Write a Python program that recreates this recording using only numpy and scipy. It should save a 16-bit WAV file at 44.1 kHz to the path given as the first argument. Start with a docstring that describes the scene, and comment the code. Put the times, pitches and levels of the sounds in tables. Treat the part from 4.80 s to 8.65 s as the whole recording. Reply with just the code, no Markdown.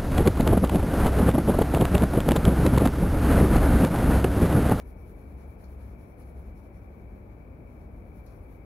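"""A pencil shades back and forth on paper on an easel board, in a garden: about ten short strokes a second,
lighter in the middle, with a few ticks of the lead. Noise makes the strokes, swelling with the pencil's speed;
short noise bursts make the ticks. Behind them distant traffic rumbles (low noise) and one engine drones in it
(a wandering sine). A narrow steady hiss sits on the left, over faint microphone noise on both sides."""
import sys
import numpy as np
from scipy import signal
from scipy.fft import rfft, irfft, next_fast_len
from scipy.io import wavfile
from scipy.ndimage import uniform_filter1d, map_coordinates

SR = 44100
rng = np.random.default_rng(int(sys.argv[2]) if len(sys.argv) > 2 else 0)


def wav_out(sig):
    """Save sig, one row per channel (or a flat mono array), as 16-bit PCM at SR to the path in sys.argv[1]."""
    wavfile.write(sys.argv[1], SR, np.round(np.clip(np.atleast_2d(sig).T, -1, 1) * 32767).astype(np.int16))


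N = 169785  # length in samples

# Pencil strokes, levels before the trims below: [middle t/s, length t/s, fine hiss level/dB,
# coarser scrape level/dB, brightness of the hiss level/dB, pencil's ring level/dB]
STROKES = [(0.01, 0.03, -67, -70.5, -1.0, -97), (0.089, 0.067, -68, -78, 1, -84),
           (0.208, 0.066, -72.5, -81, 2.0, -84), (0.295, 0.061, -69.5, -76, 2, -95),
           (0.404, 0.085, -71.5, -79, 1.0, -95), (0.505, 0.076, -74, -79.5, 2.0, -97),
           (0.615, 0.068, -72, -75.5, -1.0, -87), (0.71, 0.07, -72, -80.5, 2, -97),
           (0.826, 0.059, -70, -76, 2, -91), (0.919, 0.068, -70.5, -77.5, 2, -94),
           (1.036, 0.08, -72, -75.5, -0.0, -90), (1.112, 0.067, -73, -79, 3, -89),
           (1.221, 0.062, -72.5, -78, 0.0, -87), (1.3, 0.065, -74, -84, 0, -86),
           (1.411, 0.05, -69.5, -76, -4.0, -87), (1.488, 0.06, -71.5, -78.5, -2, -90),
           (1.592, 0.067, -72.5, -78, -1, -92), (1.676, 0.065, -75, -79.5, 2.0, -94),
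           (1.785, 0.048, -72, -78, -1, -81), (1.853, 0.045, -74, -79.5, -1, -88),
           (1.967, 0.053, -75.5, -81, -1.0, -82), (2.04, 0.05, -79, -84, 2.0, -94),
           (2.137, 0.06, -81, -84, 1, -96), (2.208, 0.05, -80, -84, 4.0, -93),
           (2.31, 0.043, -84, -87, -1, -97), (2.373, 0.071, -80, -85, 4.0, -97),
           (2.523, 0.039, -85, -83, 3.0, -97), (2.603, 0.046, -94, -88, 5, -102),
           (2.93, 0.084, -78, -82.5, 0, -91), (3.025, 0.053, -77.5, -81, -1.0, -91),
           (3.175, 0.075, -79.5, -87, -0.0, -97), (3.282, 0.06, -79, -85, 0, -97),
           (3.378, 0.061, -71.5, -79, 4, -89), (3.522, 0.12, -72, -79, 2.0, -88),
           (3.64, 0.035, -76, -84, 1.0, -97), (3.727, 0.075, -72.5, -80, 4, -97)]
# Graphite sliding: [f/Hz, left level/dB, right level/dB]
HISS = [(8100, -16.5, -22), (8860, -10, -27), (9460, -7.5, -28), (10100, -2.5, -15), (11200, 0, -5.5),
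        (12600, -4.5, -15), (13500, -18, -17), (14400, -12, -19), (15500, -9, -12)]
# Paper and the pencil under it: [f/Hz, left level/dB, right level/dB]
SCRAPE = [(2980, -4.5, -11), (3700, -2.5, -5), (4270, -2, -2), (5240, -7.5, -6.5), (5700, -4.5, -4.5),
          (6340, -3.5, -9), (6900, -7, -3), (8100, -10.5, -16)]
# The board's dull rub: [f/Hz, left level/dB, right level/dB]
BOARD = [(298, -37, -25), (696, -0.5, 6), (1180, 1.5, 0), (1800, -2, -19), (2980, -17, -17)]
HISS_DB, SCRAPE_DB, BOARD_DB, RING_DB = -0.5, -1, 11, 3.5  # trims; the board follows the scrape's level
RISE_SHARE = 0.48  # part of a stroke spent speeding up
STROKE_CURVE = 0.94  # loudness as a power of speed
OVERHANG = 1.79  # whole travel of a stroke over its listed length
BRIGHT_HZ, BRIGHT_WIDTH_HZ = 11440, 250  # the fine hiss tips about this frequency
BRIGHTENS_DB = 5  # the hiss grows brighter from the start of a stroke to its end
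RING_HZ, RING_WIDTH_HZ, RING_RIGHT_DB = 5660, 170, -20  # a resonance of the pencil, weaker on the right


def pencil():
    """Each stroke speeds up and slows to the turn; its speed drives hiss, scrape, the pencil's ring and the board."""
    t = np.arange(N) / SR
    levels = np.zeros((4, N))
    for middle, length, hiss_db, scrape_db, bright_db, ring_db in STROKES:
        travel = (t - middle) / (OVERHANG * length) + .5  # 0 at the start, 1 at the turn
        on = (travel > 0) & (travel < 1)
        half_turn = np.interp(travel[on], [0, RISE_SHARE, 1], [0, .5, 1])
        speed = np.abs(np.sin(np.pi * half_turn))
        force = speed ** STROKE_CURVE
        # half the brightness lifts the treble, half lowers the rest
        tilt = amp((bright_db + BRIGHTENS_DB * (travel[on] - .5)) / 2)
        fine = amp(hiss_db) * force
        parts = [fine / tilt, fine * tilt, amp(scrape_db) * force, amp(ring_db) * force]
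        levels[:, on] = np.hypot(levels[:, on], parts)  # overlapping strokes add in power
    lower_level, upper_level, scrape_level, ring_level = levels

    hiss = friction(HISS)
    upper = filtered(hiss, lambda hz: .5 + .5 * np.tanh((hz - BRIGHT_HZ) / BRIGHT_WIDTH_HZ))
    lower = hiss - upper
    sliding = amp(HISS_DB) * (lower_level * lower + upper_level * upper)
    rub = amp(SCRAPE_DB) * friction(SCRAPE) + amp(BOARD_DB) * friction(BOARD)
    ring = amp(RING_DB) * ring_level * pencil_ring()
    return sliding + scrape_level * rub + ring


def pencil_ring():
    """Noise through one narrow resonance: the pencil itself ringing."""
    def resonance(hz):
        """A single resonant peak, with gain 1 at its top."""
        damping = 1j * hz * RING_WIDTH_HZ
        return damping / (RING_HZ ** 2 - hz ** 2 + damping)
    return unit(filtered(white(), resonance)) * amp([[0], [RING_RIGHT_DB]])


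GRAINS_PER_S, GRAIN_SPREAD_DB = 3500, 1  # paper fibres that catch the lead, and how uneven they are
GRAIN_SHARE = 0.56  # part of the power that comes from these catches


def friction(points):
    """Smooth sliding plus tiny slips of uneven size on the paper's fibres."""
    catches = rng.random(N) < GRAINS_PER_S / SR
    sizes = amp(GRAIN_SPREAD_DB * np.minimum(rng.exponential(size=N), 4))
    slips = unit(catches * sizes * white())
    mixed = np.sqrt(GRAIN_SHARE) * slips + np.sqrt(1 - GRAIN_SHARE) * white()
    return coloured(patchy(mixed), points)


PATCHY_DB = 1.5  # rms spread of the patches


def patchy(x):
    """x with patches of random gain, some hundred Hz wide and a few tens of ms long."""
    spectrum = signal.stft(x, nperseg=512)[2]
    field = rng.standard_normal(spectrum.shape)
    field = uniform_filter1d(field, size=4, axis=1)  # smooth over frequency
    field = uniform_filter1d(field, size=8, axis=2)  # smooth over time
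    return signal.istft(spectrum * amp(PATCHY_DB * unit(field)), nperseg=512)[1][:, :N]


# The lead lands or catches: [t/s, level/dB, lower ring over the click level/dB]
TICKS = [(.8395, -73, 3), (.842, -72.5, 6.5), (1.3975, -60, -19), (1.400, -63, -19), (1.4165, -66, -13),
         (1.4205, -69, -6), (3.461, -64, -5), (3.464, -57, -8.5), (3.4705, -74, -6)]
# The lower ring of a tick: [f/Hz, left level/dB, right level/dB]
TICK_RING = [(3300, -14, -15), (4200, 2, 4), (5700, 2, -4), (6800, -3, -5), (8000, -14, -16)]
TICK_ATTACK_S, TICK_T60_S = 0.00026, 0.016  # T60: time to fall by 60 dB
TICK_TAIL_DB, TICK_TAIL_T60_S = -8.5, 0.2  # the paper and board ring on after a tick


def ticks():
    """The lead snaps against the paper: a very short click, then a lower ring that lasts longer."""
    high = coloured(white(), HISS)
    low = coloured(white(), TICK_RING)
    out = np.zeros((2, N))
    for start, level_db, low_db in TICKS:
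        age = np.maximum(np.arange(N) / SR - start, 0)
        attack = 1 - np.exp(-age / TICK_ATTACK_S)
        click = amp(-60 * age / TICK_T60_S)
        tail = amp(TICK_TAIL_DB - 60 * age / TICK_TAIL_T60_S)
        ring = amp(low_db) * np.hypot(click, tail) * low
        out += amp(level_db) * attack * (click * high + ring)
    return out


# The narrow hiss on the left: [f/Hz, level/dB]
WHINE = [(1500, -45), (1900, -23), (2080, -6.5), (2160, -7), (2265, 3), (2345, 0.3), (2440, -7),
         (2600, -11.5), (2750, -26.5), (3200, -62)]
# Microphone hiss: [f/Hz, left level/dB, right level/dB]
FLOOR = [(3000, -0.5, -2.5), (4500, -4.5, -5), (6550, -8, -9), (8400, -10, -12), (9800, -4, -11.5),
         (11000, 1.5, -1.5), (12700, -1.5, -4.5), (15700, -1, -2.5)]
WHINE_DB, FLOOR_DB = -65.5, -78


def steady_hiss():
    """A narrow band of hiss on the left, over faint microphone noise on both sides."""
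    narrow = coloured(rng.standard_normal(N), WHINE) * np.array([[1], [0]])
    return amp(WHINE_DB) * narrow + amp(FLOOR_DB) * coloured(white(), FLOOR)


# Loudness of the engine over time, before its trim and pan: [t/s, level/dB]
DRONE = [(0, -46), (.43, -51.5), (.55, -41), (.78, -45), (.94, -39.5), (1.12, -41.5), (1.33, -57),
         (1.59, -40), (1.88, -51.5), (2.25, -46.5), (2.6, -56), (3.05, -49.5), (3.4, -46), (3.85, -57)]
DRONE_HZ, DRONE_WANDER_HZ = 67.3, 0.85
DRONE_DB, DRONE_PAN_DB = -3, 1  # trim; left up and right down by the pan


def drone():
    """The low firing note of a distant engine: a sine wandering a little in pitch."""
    level_db = np.interp(np.arange(N) / SR, *np.transpose(DRONE)) + DRONE_DB
    pitch_hz = DRONE_HZ + DRONE_WANDER_HZ * wobble(6.96)
    note = np.sqrt(2) * np.sin(2 * np.pi * np.cumsum(pitch_hz) / SR)
    return note * amp(level_db) * amp([[DRONE_PAN_DB], [-DRONE_PAN_DB]])


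# Traffic spectrum: [f/Hz, left level/dB, right level/dB]
RUMBLE = [(26, -29, -15), (33.3, -19, -28.5), (42.2, 0.5, -0.5), (57, 0.5, -2), (83.5, -7, -6.5),
          (104, -5, -8.5), (140, -12.5, -15.5), (191, -11.5, -12), (356, -16, -19.5), (604, -19, -23),
          (987, -28, -32.5), (1530, -34, -41.5), (1980, -39.5, -50.5), (2890, -55.5, -55)]
# How alike left and right are: [f/Hz, likeness from -1 (opposite) to 1 (the same)]
ALIKE = [(60, 1), (110, 0.93), (200, 0.87), (380, 0.8), (700, 0.27), (1290, -0.27), (2400, -0.049)]
RUMBLE_DB = -45


def traffic():
    """A far, steady rumble, nearly mono in the bass."""
    def shares(hz):
        """Gains of middle and side that give the wanted likeness."""
        angle = np.arccos(np.clip(along(ALIKE, hz)[0], -1, 1)) / 2
        return np.array([np.cos(angle), np.sin(angle)])
    mid, side = filtered(white(), shares)
    return amp(RUMBLE_DB) * coloured(np.array([mid + side, mid - side]), RUMBLE)


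def white():
    """Unrelated noise for the two microphones."""
    return rng.standard_normal((2, N))


def wobble(rate):
    """A smooth random curve, rate knots a second."""
    knots = rng.standard_normal(int(N * rate / SR) + 4)
    return map_coordinates(knots, [np.arange(N) * rate / SR])


def coloured(x, points):
    """x with the given spectrum, at rms 1."""
    return unit(filtered(x, lambda hz: band(points, hz)))


def filtered(x, response):
    """x times a response of frequency."""
    m = next_fast_len(N + SR // 2)  # spare room so the end does not wrap to the start
    hz = np.fft.rfftfreq(m, 1 / SR)
    return irfft(rfft(x, m) * response(hz), m)[..., :N]


def band(points, hz):
    """Gains of a spectrum that falls by a further 60 dB an octave beyond its ends."""
    nearest = np.clip(hz, points[0][0], points[-1][0])
    octaves_out = np.abs(np.log2((hz + 1) / (nearest + 1)))
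    return amp(along(points, hz) - 60 * octaves_out)


def along(points, hz):
    """Each column after the first, read between its points on a log frequency axis."""
    f, *cols = np.transpose(points)
    return np.array([np.interp(np.log(hz + 1), np.log(f + 1), c) for c in cols])


def amp(db):
    """Decibels to gain."""
    return 10 ** (np.asarray(db) / 20)


def unit(x):
    """Scaled to rms 1."""
    return x / np.sqrt(np.mean(x ** 2) + 1e-20)


def scene():
    """The pencil in front of the outdoor background."""
    return pencil() + ticks() + steady_hiss() + drone() + traffic()


TOP_HZ = 15750


def record(dry):
    """Nothing is kept above the band limit."""
    return filtered(dry, lambda hz: hz < TOP_HZ)


dry = scene()
out = record(dry)
wav_out(out)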